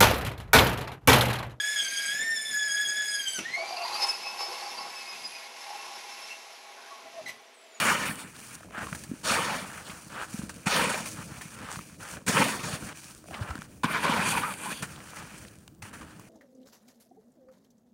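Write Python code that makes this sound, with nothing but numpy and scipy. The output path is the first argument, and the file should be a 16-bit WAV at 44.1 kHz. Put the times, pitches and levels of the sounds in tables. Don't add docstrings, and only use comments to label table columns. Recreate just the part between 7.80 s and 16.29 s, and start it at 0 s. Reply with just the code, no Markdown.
import sys
import numpy as np
from scipy import signal
from scipy.fft import rfft, irfft
from scipy.io import wavfile

SR = 44100
rng = np.random.default_rng(int(sys.argv[2]) if len(sys.argv) > 2 else 0)


def bounce(signal):
    frames = np.transpose(np.atleast_2d(signal))
    limited = np.clip(frames, -1, 1)
    pcm = np.round(limited * 32767).astype(np.int16)
    wavfile.write(sys.argv[1], SR, pcm)


def voltage_ratio(decibels):
    exponent = np.asarray(decibels, float) / 20
    return 10 ** exponent


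N = 374409

# (time [s], edge pressure [dB], slide speed as spray re pressure [dB])
LOADED_STROKES = [
    [(0.0, -21.5, -3.5), (0.01, -26.5, -3.5), (0.092, -22, -5), (0.165, -29.5, -5.5), (0.246, -33.5, -3),
     (0.262, -30, -4.5), (0.362, -44.5, -3.5), (0.392, -42.5, -0.5), (0.47, -48.5, -5)],
    [(1.433, -49, 1), (1.448, -36.5, 0.5), (1.477, -31, -1), (1.505, -25, -4), (1.619, -28.5, -6),
     (1.635, -33, -0.5), (1.747, -31.5, -7.5), (1.783, -38, -0.5), (1.85, -42.5, -6)],
    [(2.859, -40, 1), (2.872, -25.5, -2.5), (2.89, -33, 0.5), (2.932, -27, -1.5), (2.99, -23.5, -7.5),
     (3.07, -30.5, -5.5), (3.085, -32.5, -6)],
    [(3.085, -38, -6), (3.096, -29.5, -1.5), (3.118, -28.5, -10), (3.13, -32, -3), (3.144, -32.5, -5.5),
     (3.208, -37, 1.5), (3.215, -40, -2), (3.25, -44, -2)],
    [(4.4645, -43, 5), (4.476, -37, 4), (4.482, -22.5, -2.5), (4.516, -32.5, -2), (4.58, -23, -7.5),
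     (4.6, -24.5, -3), (4.626, -18.5, -12.5), (4.64, -34, -1)],
    [(4.64, -31, 2.5), (4.684, -31, -1), (4.778, -40.5, -0.5), (4.825, -42, -1.5), (4.84, -38, 2.5),
     (4.9, -41.5, 1.5), (4.94, -37.5, 4.5), (4.98, -46.5, 0)],
]
# (time [s], edge pressure [dB], slide speed as spray re pressure [dB])
BARE_STROKES = [
    [(6.034, -28.5, -14), (6.056, -32.5, -17), (6.07, -39, -11), (6.11, -31, -14), (6.122, -31.5, -8),
     (6.148, -29, -20), (6.214, -36, -4.5), (6.25, -25.5, -10), (6.264, -32, -16)],
    [(6.264, -29, -13), (6.306, -28, -10), (6.412, -28, -9), (6.43, -32, -5), (6.488, -29.5, 0),
     (6.55, -30.5, -5), (6.58, -25.5, -6.5), (6.606, -36.5, -1), (6.63, -33.5, -7)],
    [(6.63, -45, -5), (6.648, -36, -8), (6.72, -37.5, -8), (6.758, -47, -2), (6.856, -39, 1),
     (6.894, -40, -1), (6.924, -34, -6), (6.942, -46.5, 5.5), (7.004, -50, 3.5)],
]
# (shaft and ice boom at full pressure [dB], low blade modes re ring [dB])
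GRIPS = [
    (-37.5, -5.5),
    (-37, -2.5),
    (-36, -2.5),
    (-38.5, -2),
    (-31, -2),
    (-33, -1.5),
    (-36, -2),
    (-35, -1),
    (-37.5, -1.5),
]
# (time [s], upper mode pitch ratio [1], low mode pitch ratio [1])
FLEX = [
    (0.0, 0.98, 1.026),
    (6.029, 1.01, 1.023),
    (6.13, 0.97, 1.086),
    (6.22, 1.02, 0.91),
    (6.339, 0.94, 0.93),
    (6.44, 1.06, 0.93),
    (6.51, 0.98, 0.99),
    (6.6, 0.97, 0.89),
    (7.0, 1.02, 1.01),
]
# (frequency [Hz], width [Hz], level [dB])
LOADED_MODES = [(504, 168, -1.5), (603, 313, -2), (880, 200, -0.5), (1050, 223, -4.5), (1238, 210, -4),
                (1540, 245, -3), (1830, 155, -2), (2414, 280, -4.5), (3020, 264, -7.5), (3410, 500, -17)]
# (frequency [Hz], width [Hz], level [dB])
BARE_MODES = [(620, 270, -7), (836, 190, -3.5), (1040, 200, -0.5), (1510, 280, 2), (2440, 194, 3.5),
              (3060, 920, -9)]
# (frequency [Hz], density [dB per Hz])
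LOADED_SPRAY = [(2060, -35), (3500, -3), (3970, -7), (4440, -1.5), (5040, -9), (5470, -5), (6200, -5.5),
                (6730, -0.5), (7340, -2), (9500, -1.5), (11100, -16.5), (15700, -14)]
# (frequency [Hz], density [dB per Hz])
BARE_SPRAY = [(1940, -14), (3300, -1), (3640, -8), (3940, -14), (4630, -2), (5140, -18), (6420, -6),
              (7040, -6.5), (9560, 1), (11000, -13.5), (12600, -10), (15700, -16)]
# (frequency [Hz], density [dB per Hz])
BOOM = [(30, -29), (57, -12.5), (107, -6.5), (200, 2.5), (312, -5), (347, -8.5), (500, -7), (650, -43),
        (1100, -120)]
HISS_PARTS_HZ = [1500, 5100, 7200, 10600, 17000]
# (time [s], pitch [Hz], level [dB])
SQUEAKS = [
    [(6.631, 1122, -36), (6.636, 1195, -25), (6.65, 1226, -25), (6.67, 1370, -32), (6.695, 1266, -29),
     (6.722, 1140, -45), (6.735, 961, -51)],
    [(6.858, 747, -31), (6.864, 880, -30), (6.875, 1008, -32), (6.892, 1092, -41), (6.908, 1274, -37),
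     (6.915, 1664, -32), (6.93, 1809, -36)],
]
# (time [s], peak [dB])
KNOCKS = [
    (2.866, -27),
    (4.476, -21),
    (4.621, -12),
    (6.036, -9.5),
    (6.042, -3),
    (6.251, -8),
    (6.297, -4.5),
    (7.024, -24),
]
# (frequency [Hz], level [dB], t60 [s])
KNOCK_MODES = [(505, -12.5, 0.072), (1050, 8, 0.024), (1600, -7, 0.043), (2276, -12, 0.063)]
# (start [s], attack [s], hold [s], release [s], crunch [dB])
CRUNCHES = [(0.49, 0.045, 0.21, 0.17, -51.5), (0.915, 0.032, 0.03, 0.03, -39),
            (0.94, 0.04, 0.053, 0.039, -36), (1.06, .01, 0.064, 0.36, -51), (1.3, 0.016, 0.13, 0.15, -57.5),
            (1.84, 0.058, 0.12, 0.07, -44), (2.05, 0.014, 0.054, 0.26, -45), (2.29, .008, .06, .03, -45),
            (2.3, 0.068, 0.067, 0.033, -36.5), (2.45, .005, 0.051, .05, -52.5),
            (2.5, 0.023, 0.094, 0.17, -49.5), (2.69, .005, 0.18, .03, -57),
            (3.255, 0.0097, 0.088, 0.015, -47.5), (3.35, 0.013, 0.062, 0.028, -43.5),
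            (3.44, 0.061, 0.071, 0.54, -49), (3.7, 0.16, 0.06, 0.08, -41), (4.0, .01, 0.13, .05, -58),
            (4.195, 0.0085, 0.17, 0.03, -45), (4.37, 0.0075, 0.039, 0.061, -59),
            (5.0, 0.025, 0.1, 0.011, -44), (5.13, 0.013, 0.16, 0.2, -54.5), (5.5, 0.037, 0.15, 0.18, -40.5),
            (7.02, 0.0078, 0.0084, 0.054, -35), (7.06, 0.016, 0.3, 0.15, -49.5),
            (7.35, 0.019, 0.042, 0.03, -44), (7.41, .01, 0.14, 0.26, -50.5),
            (8.018, 0.004, 0.011, 0.24, -49.5), (8.04, 0.011, 0.046, .02, -51),
            (8.128, 0.0044, 0.028, 0.18, -48), (8.21, .01, 0.12, 0.41, -55)]
# (start [s], attack [s], hold [s], release [s], hiss [dB])
POWDERS = [(0.46, 0.014, 0.045, 0.29, -53.5), (0.535, 0.05, 0.11, 0.1, -48),
           (0.68, 0.066, 0.0084, 0.014, -45), (0.76, .01, 0.092, 0.33, -60),
           (0.9, 0.15, 0.19, 0.018, -47.5), (1.25, 0.0054, 0.2, 0.56, -54.5),
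           (1.85, 0.0092, 0.16, 0.17, -49.5), (2.06, 0.0056, 0.12, 0.42, -48.5),
           (2.3, 0.13, 0.02, 0.063, -47.5), (2.48, 0.02, 0.13, 0.098, -46.5), (2.52, 0.014, .01, .04, -45),
           (2.69, .004, 0.011, 0.042, -44.5), (2.738, 0.004, 0.01, 0.33, -51),
           (3.25, 0.0096, .01, 0.1, -37.5), (3.27, .01, .055, .012, -42), (3.3, 0.022, 0.34, 0.74, -49.5),
           (3.85, 0.068, 0.043, 0.34, -47), (4.195, 0.011, 0.032, 0.13, -48),
           (4.25, 0.055, 0.049, 0.044, -44.5), (4.96, 0.074, 0.036, 0.084, -44.5),
           (5.14, 0.02, 0.12, 0.23, -48.5), (5.45, 0.021, 0.21, 0.68, -54), (5.8, .015, .015, 0.036, -54),
           (7.02, 0.004, 0.0047, 0.04, -36), (7.05, 0.014, 0.08, 0.068, -51.5),
           (7.15, 0.078, 0.13, 0.2, -52.5), (7.35, 0.011, 0.035, 0.03, -45), (7.41, .01, 0.19, 0.31, -53.5),
           (8.018, 0.0036, 0.01, 0.1, -50.5), (8.04, 0.012, 0.04, .02, -57),
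           (8.128, 0.0036, 0.041, 0.2, -54), (8.25, 0.045, .2, .5, -61)]
# (start [s], hold [s], release [s], rumble [dB])
TREADS = [(0.54, 0.19, 0.046, -49.5), (0.83, 0.068, .05, -49.5), (0.98, 0.27, 0.097, -47.5),
          (1.26, 0.022, 0.25, -42), (1.83, 1, 0.37, -52), (2.5, 0.1, 0.6, -44.5), (3.23, 0.58, 0.25, -48.5),
          (3.9, 0.035, 0.84, -45.5), (4.28, 0.047, 0.11, -42.5), (5.0, 0.058, 0.077, -33.5),
          (5.22, 0.047, 0.4, -55), (5.48, 0.31, 0.19, -43.5), (6.99, 0.018, 0.39, -44.5),
          (7.35, 0.33, 0.24, -51), (7.99, 0.78, 0.93, -50.5)]
# (frequency [Hz], density [dB per Hz])
CRUNCH = [(220, -36.5), (400, -13.5), (800, -12), (1300, -5), (1800, -9.5), (2300, -21), (2900, -17.5),
          (4730, -120)]
CRUNCH_PARTS_HZ = [150, 750, 1250, 1700, 4000]
# (frequency [Hz], density [dB per Hz])
POWDER = [(2180, -51), (3700, -8.5), (4360, 0.5), (5380, -0.5), (5890, 5), (7740, 3.5), (9390, 6.5),
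          (11200, -6.5), (15700, -4)]
# (frequency [Hz], density [dB per Hz])
RUMBLE = [(25, -49), (56, -6), (134, -5), (213, -2), (281, -9), (314, -5), (343, -16.5), (500, -12.5),
          (650, -15.5), (1100, -120)]
# (frequency [Hz], width [Hz], level [dB])
GRIT = [(2370, 320, 10), (3060, 1540, 1)]
# (peak time [s], peak [dB], pitch [Hz])
THUDS = [(0.982, -30, 214), (1.126, -25, 169), (1.296, -28, 168), (1.317, -19.5, 240), (1.338, -29, 270),
         (2.099, -34.5, 194), (2.545, -22.5, 206), (2.594, -21.5, 192), (2.637, -24, 206),
         (2.87, -15.5, 171), (3.391, -29, 170), (3.52, -33, 174), (3.658, -32.5, 172), (3.973, -30, 146),
         (3.994, -32, 167), (4.374, -47, 181), (4.496, -24, 179), (4.616, -13.5, 209), (4.84, -27, 143),
         (4.867, -28, 156), (4.938, -23.5, 142), (5.04, -40, 190), (5.062, -42, 200), (5.256, -38, 181),
         (5.513, -36, 275), (5.615, -20.5, 106), (5.706, -26, 74.4), (5.756, -28.5, 268),
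         (5.791, -29.5, 188), (6.046, -12, 225), (6.053, -16.5, 189), (6.298, -19, 220),
         (7.028, -24.5, 160), (7.439, -36, 168), (8.036, -35, 105)]
# (peak time [s], peak [dB])
JOLTS = [(0.149, -25), (0.296, -24), (0.314, -28), (0.446, -34.5), (1.453, -29), (1.514, -23), (1.598, -25),
         (1.776, -34), (1.828, -35), (3.023, -22.5), (3.072, -24), (3.208, -28.5), (3.23, -32),
         (4.601, -17), (4.686, -35), (6.157, -35), (6.256, -29), (6.384, -36), (6.395, -20.5), (6.407, -26),
         (6.495, -28)]
# (time [s], peak [dB], bright part re peak [dB], piece pitch [Hz])
TICKS = [(0.807, -29, -22, 700), (0.831, -31.5, -27, 1300), (0.908, -29.5, -26, 700),
         (1.069, -22, -31, 1000), (1.128, -16, -26, 1210), (3.915, -28, -17, 1050), (3.958, -20, -24, 1250),
         (3.99, -20.5, -24, 1280), (4.369, -25, -28, 560), (5.441, -31.5, -18, 580), (5.457, -34, -24, 608),
         (5.485, -25.5, -21, 596), (5.509, -24, -26, 730), (5.754, -19, -21, 1400), (5.778, -26, -19, 1400),
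         (5.819, -21, -22, 1360), (6.632, -27, -25, 800), (6.738, -21, -14, 2350), (6.858, -23, -21, 800.5),
         (7.878, -29.5, -14.5, 2520), (8.396, -34, -10, 930)]
# (time [s], peak [dB], bright part re peak [dB], piece pitch [Hz])
SNAPS = [(1.083, -26, -27, 1260), (1.147, -28, -1.5, 1360), (1.237, -30, -4, 1680), (2.095, -24, -24, 2150),
         (2.692, -23.5, -8, 1310), (3.257, -23, -14, 2200), (3.613, -26, -5, 1770), (4.465, -24, -23, 1730),
         (4.83, -31, -9, 1850), (5.54, -17.5, -24, 2190), (5.703, -20.5, -19, 1260),
         (7.367, -26, -19, 1660), (7.578, -40, 4, 1860), (8.021, -25.5, -10, 1890), (8.134, -29, -17, 1450),
         (8.21, -29, -13, 1210)]
# (time [s], peak [dB], pitch [Hz])
POPS = [(0.3573, -28, 8690), (0.5638, -40, 4170), (0.603, -32, 8920), (0.7535, -31, 8880),
        (0.848, -49, 700), (0.872, -55, 700), (0.887, -48, 950), (1.1497, -35, 1990), (1.1592, -40, 4530),
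        (1.2378, -29, 8360), (1.8504, -36, 960), (2.415, -27, 1400), (2.619, -39, 1300),
        (2.5896, -31, 7690), (2.7041, -45, 9270), (2.7429, -37, 8150), (3.6123, -34, 1840),
        (3.618, -45, 3600), (3.889, -35, 1200), (3.916, -28.5, 7290), (3.9275, -27, 7860),
        (3.941, -39, 1200), (4.098, -47, 1500), (4.1451, -50, 1900), (4.2795, -37, 6900),
        (4.2885, -31, 8520), (4.3138, -30, 8410), (5.1288, -41, 2740), (5.2434, -35, 5600),
        (5.31, -42, 4960), (5.3497, -33, 8220), (5.3796, -41, 8770), (5.599, -43, 550), (5.7901, -37, 8080),
        (5.812, -40, 7640), (5.8294, -39, 8370), (5.8475, -50, 4740), (7.0324, -33, 8290),
        (7.162, -39, 3450), (7.1797, -42, 1200), (7.2045, -39.5, 1990), (7.287, -53, 1200),
        (7.335, -37, 1190), (7.42, -46, 1100), (7.426, -40, 900), (7.453, -45, 1200), (7.579, -39, 7880),
        (7.5845, -39, 8530), (7.6508, -41, 1900), (7.684, -42, 4100), (7.7562, -42, 8940),
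        (7.787, -42, 8950), (7.8371, -53, 8900), (7.9496, -50, 8000), (7.9921, -56, 8500),
        (8.0952, -42, 8560), (8.1305, -43, 8730), (8.2203, -46, 8610)]
# (frequency [Hz], density [dB per Hz])
AIR = [(25, -7), (152, 3), (485, -15), (1400, -29.5), (2720, -45), (3560, -61), (9410, -49), (15700, -29)]

BARE_ICE_S = 6.0
LOADED_BELOW_HZ = 1150
FULL_PRESSURE_DB, BOOM_PER_PRESSURE_DB = -28.5, 0.63
WANDER_S, WANDER_PER_S = 0.000388, 4.84
SHAFT_HZ = 200
SWELL_FALL_DB = 17.5
TREAD_ATTACK_S = 0.026
GRIT_RE_CRUNCH_DB, GRIT_RE_POWDER_DB, POWDER_RE_CRUNCH_DB = -15, -8, -26
POP_CYCLES, POP_GAIN_DB = 0.97, 11
AIR_DB = -54
HUM_HZ, HUM_WIDTH_HZ, HUM_DB = 315.3, 10, -62.5
POP_ROLL_OFF_HZ, TOP_CUT_HZ = 10000, 15800


def rms_one(x):
    return x / np.sqrt(np.mean(x ** 2) + 1e-20)


def add(out, s, sound):
    at = round(s * SR)
    out[at:at + len(sound)] += sound[:N - at]


def drift(rate_hz):
    r = np.exp(-64 * np.pi * rate_hz / SR)
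    draws = rng.standard_normal(N // 32 + 2002)
    slow = signal.lfilter([1], [1, -2 * r, r * r], draws)[2000:]
    return np.interp(np.arange(N) / 32, np.arange(len(slow)), rms_one(slow))


def grains(per_s, spread_db, clump_db, clump_hz):
    sizes = voltage_ratio(spread_db * np.minimum(rng.exponential(1, N), 5)) * rng.choice([-1, 1], N)
    born = rng.random(N) < per_s / SR
    train = sizes * born + 0.23 * rng.standard_normal(N)
    return rms_one(train * voltage_ratio(clump_db * drift(clump_hz)))


def colour(x, spectrum):
    hz, level_db = np.transpose(spectrum)
    size = 8192
    grid_hz = np.maximum(np.arange(size // 2 + 1) * SR / size, 1)
    grid_db = np.interp(np.log(grid_hz), np.log(hz), np.maximum(level_db, -60))
    cepstrum = irfft(np.log(voltage_ratio(grid_db)))
    cepstrum[1:size // 2] *= 2
    cepstrum[size // 2 + 1:] = 0
    response = irfft(np.exp(rfft(cepstrum)))
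    return signal.fftconvolve(x, response)[:N]


def resonance(x, hz, width_hz):
    r = np.exp(-np.pi * width_hz / SR)
    poles = [1, -2 * r * np.cos(2 * np.pi * hz / SR), r * r]
    return signal.lfilter([(1 - r * r) / 2, 0, (r * r - 1) / 2], poles, x)


def body(x, modes, uneven_db):
    total = np.zeros(N)
    for k, (hz, width_hz, db) in enumerate(modes):
        drive = x * voltage_ratio(uneven_db * drift(19.7))
        total += voltage_ratio(db) * (-1) ** k * resonance(drive, hz, width_hz)
    return rms_one(total)


def patchy(x, edges_hz, patch_db):
    total = np.zeros(N)
    for k, band_hz in enumerate(zip(edges_hz, edges_hz[1:])):
        part = signal.sosfilt(signal.butter(2, band_hz, "band", fs=SR, output="sos"), x)
        total += (-1) ** k * part * voltage_ratio(patch_db * drift(4.0))
    return rms_one(total)


def scrape():
    ring, boom, spray, load = stroke_gains(fade_s=0.061)
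    loaded = np.arange(N) < BARE_ICE_S * SR
    contacts = grains(4000, spread_db=2.0, clump_db=-0.3, clump_hz=59.7)
    upper = blade_modes(contacts, loaded, high=True)
    lower = blade_modes(contacts, loaded, high=False)
    shaft = colour(grains(600, spread_db=2.5, clump_db=1.0, clump_hz=35.6), BOOM)
    chips = contacts + 1.23 * grains(5000, spread_db=1.0, clump_db=2.0, clump_hz=30)
    chips = patchy(chips, HISS_PARTS_HZ, patch_db=3.0)
    bright = np.where(loaded, rms_one(colour(chips, LOADED_SPRAY)), rms_one(colour(chips, BARE_SPRAY)))
    s, upper_ratio, lower_ratio = np.transpose(FLEX)
    t = np.arange(N) / SR
    upper = bend(upper, np.interp(t, s, upper_ratio))
    lower = bend(lower, np.interp(t, s, lower_ratio))
    return ring * upper + load * lower + boom * rms_one(shaft) + spray * bright


def stroke_gains(fade_s):
    t, gains = np.arange(N) / SR, np.zeros((4, N))
    for rows, (boom_db, low_db) in zip(LOADED_STROKES + BARE_STROKES, GRIPS):
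        s, pressure_db, speed_db = np.transpose(rows)
        fade_in = np.clip((t - s[0]) * 1000 + 1, 0, 1)
        fade_out = np.clip((s[-1] - t) / fade_s + 1, 0, 1)
        shaft_db = boom_db + BOOM_PER_PRESSURE_DB * (pressure_db - FULL_PRESSURE_DB)
        levels_db = pressure_db, shaft_db, pressure_db + speed_db, pressure_db + low_db
        curves = voltage_ratio([np.interp(t, s, db) for db in levels_db])
        gains = np.maximum(gains, fade_in * fade_out * curves)
    return gains


def blade_modes(contacts, loaded, high):
    rings = []
    for modes in (LOADED_MODES, BARE_MODES):
        chosen = [mode for mode in modes if (mode[0] > LOADED_BELOW_HZ) == high]
        rings.append(body(contacts, chosen, uneven_db=2.5))
    return np.where(loaded, *rings)


def bend(x, ratio):
    at = np.cumsum(ratio * np.ones(N)) + WANDER_S * SR * drift(WANDER_PER_S)
    return np.interp(at, np.arange(N), x)


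def squeaks():
    out, t = np.zeros(N), np.arange(N) / SR
    waver, flutter = 1 + 0.012 * drift(100), voltage_ratio(2.5 * drift(100))
    for rows in SQUEAKS:
        s, hz, level_db = np.transpose(rows)
        phase = 2 * np.pi * np.cumsum(np.interp(t, s, hz) * waver) / SR
        gain = voltage_ratio(np.interp(t, s, level_db, -150, -150) - 1.5)
        out += gain * (np.sin(phase) + 0.04 * np.sin(2 * phase))
    return out * flutter


def knocks():
    out, t = np.zeros(N), np.arange(SR // 5) / SR
    strength_db = rng.normal(0, 3, (len(KNOCKS), len(KNOCK_MODES)))
    for (s, peak_db), own_db in zip(KNOCKS, strength_db):
        modes = np.zeros(len(t))
        for (hz, db, t60_s), own in zip(KNOCK_MODES, own_db):
            modes += voltage_ratio(db + own - 60 * t / t60_s) * np.sin(2 * np.pi * hz * t)
        modes *= 1 - np.exp(-t / 0.00077)
        crack = colour(rng.standard_normal(len(t)) * voltage_ratio(-60 * t / 0.033), LOADED_SPRAY)[:len(t)]
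        add(out, s, voltage_ratio(peak_db - 8.5) * (modes / np.max(np.abs(modes)) + voltage_ratio(-13.0) * crack))
    return out


def loose_snow():
    crunch, sift = swells(CRUNCHES), swells(POWDERS)
    rumble = swells(np.insert(TREADS, 1, TREAD_ATTACK_S, axis=1))
    powder = sift + voltage_ratio(POWDER_RE_CRUNCH_DB) * crunch
    grit = voltage_ratio(GRIT_RE_CRUNCH_DB) * crunch + voltage_ratio(GRIT_RE_POWDER_DB) * sift
    breaks = grains(2200, spread_db=2.5, clump_db=-1.5, clump_hz=37.8)
    fine = breaks + 0.91 * grains(9700, spread_db=-0.5, clump_db=2.5, clump_hz=27.0)
    low = grains(700, spread_db=3.0, clump_db=4.0, clump_hz=7.9)
    out = crunch * rms_one(colour(patchy(breaks, CRUNCH_PARTS_HZ, patch_db=1.2), CRUNCH))
    out += rumble * rms_one(colour(low, RUMBLE))
    out += powder * rms_one(colour(patchy(fine, HISS_PARTS_HZ, patch_db=-0.5), POWDER))
    return out + grit * body(fine, GRIT, uneven_db=2.5)


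def swells(rows):
    t = np.arange(0, N / SR + 0.01, 0.001)[:, None]
    start, attack, hold, release, level_db = np.transpose(rows)
    before = (start + attack - t) / np.maximum(attack, 0.001)
    after = (t - start - attack - hold) / np.maximum(release, 0.001)
    away = np.maximum(np.maximum(before, after), 0)
    power = np.sum((t >= start) * voltage_ratio(2 * (level_db - SWELL_FALL_DB * away)), axis=1)
    return np.interp(np.arange(N) / SR, t[:, 0], np.sqrt(power))


def thuds():
    out, t = np.zeros(N), np.arange(SR // 4) / SR
    for s, peak_db, hz in THUDS + [(s, db, SHAFT_HZ) for s, db in JOLTS]:
        cycles = t * hz
        swing = cycles / 0.81 * np.exp(1 - cycles / 0.63)
        add(out, s - 0.668 / hz, voltage_ratio(peak_db + 0.5) * swing * np.sin(2 * np.pi * cycles))
    return out


def snaps(events, rise_s, t60_s):
    out, bright, t = np.zeros(N), np.zeros(N), np.arange(SR // 8) / SR
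    envelope = (1 - np.exp(-t / rise_s)) * voltage_ratio(-60 * t / t60_s)
    bursts = rng.standard_normal((len(events), len(t))) * envelope
    for (s, peak_db, bright_db, hz), burst in zip(events, bursts):
        piece = resonance(resonance(burst, hz, 0.44 * hz), hz, 0.44 * hz)
        crust = resonance(resonance(burst, 820, 1360), 820, 1360)
        dull = piece / np.max(np.abs(piece)) + 1.04 * crust / np.max(np.abs(crust))
        add(out, s, voltage_ratio(peak_db - 10.5) * dull)
        add(bright, s, burst * voltage_ratio(peak_db + bright_db))
    return out + voltage_ratio(3) * colour(bright, POWDER)


def pops():
    out, t = np.zeros(N), np.arange(SR // 100) / SR
    for s, peak_db, hz in POPS:
        cycles = t * hz
        pulse = np.exp(-cycles / POP_CYCLES) * np.sin(2 * np.pi * cycles)
        add(out, s - 0.5 / hz, voltage_ratio(peak_db + POP_GAIN_DB) * pulse)
    return signal.lfilter(*signal.butter(2, POP_ROLL_OFF_HZ, fs=SR), out)


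def air():
    hush = rms_one(colour(rng.standard_normal(N), AIR)) * voltage_ratio(2.4 * drift(3.5))
    hum = rms_one(resonance(rng.standard_normal(N), HUM_HZ, HUM_WIDTH_HZ)) * voltage_ratio(2.5 * drift(1.5))
    return voltage_ratio(AIR_DB) * hush + voltage_ratio(HUM_DB) * hum


def scene():
    crust = snaps(TICKS, rise_s=0.00017, t60_s=0.013) + snaps(SNAPS, rise_s=0.0058, t60_s=0.041)
    return (scrape() + squeaks() + knocks() + loose_snow() + thuds() + crust + pops() + air())[None]


def top_cut(x):
    return signal.sosfilt(signal.butter(12, 16920, fs=SR, output="sos"), x)


def record(dry):
    x = 0.64 * np.tanh(dry / 0.76)
    x = signal.sosfilt(signal.butter(3, 45, "high", fs=SR, output="sos"), x)
    x = signal.sosfilt(signal.ellip(12, 0.5, 80, TOP_CUT_HZ, fs=SR, output="sos"), x)
    return top_cut(x)


dry = scene()
out = record(dry)
bounce(out)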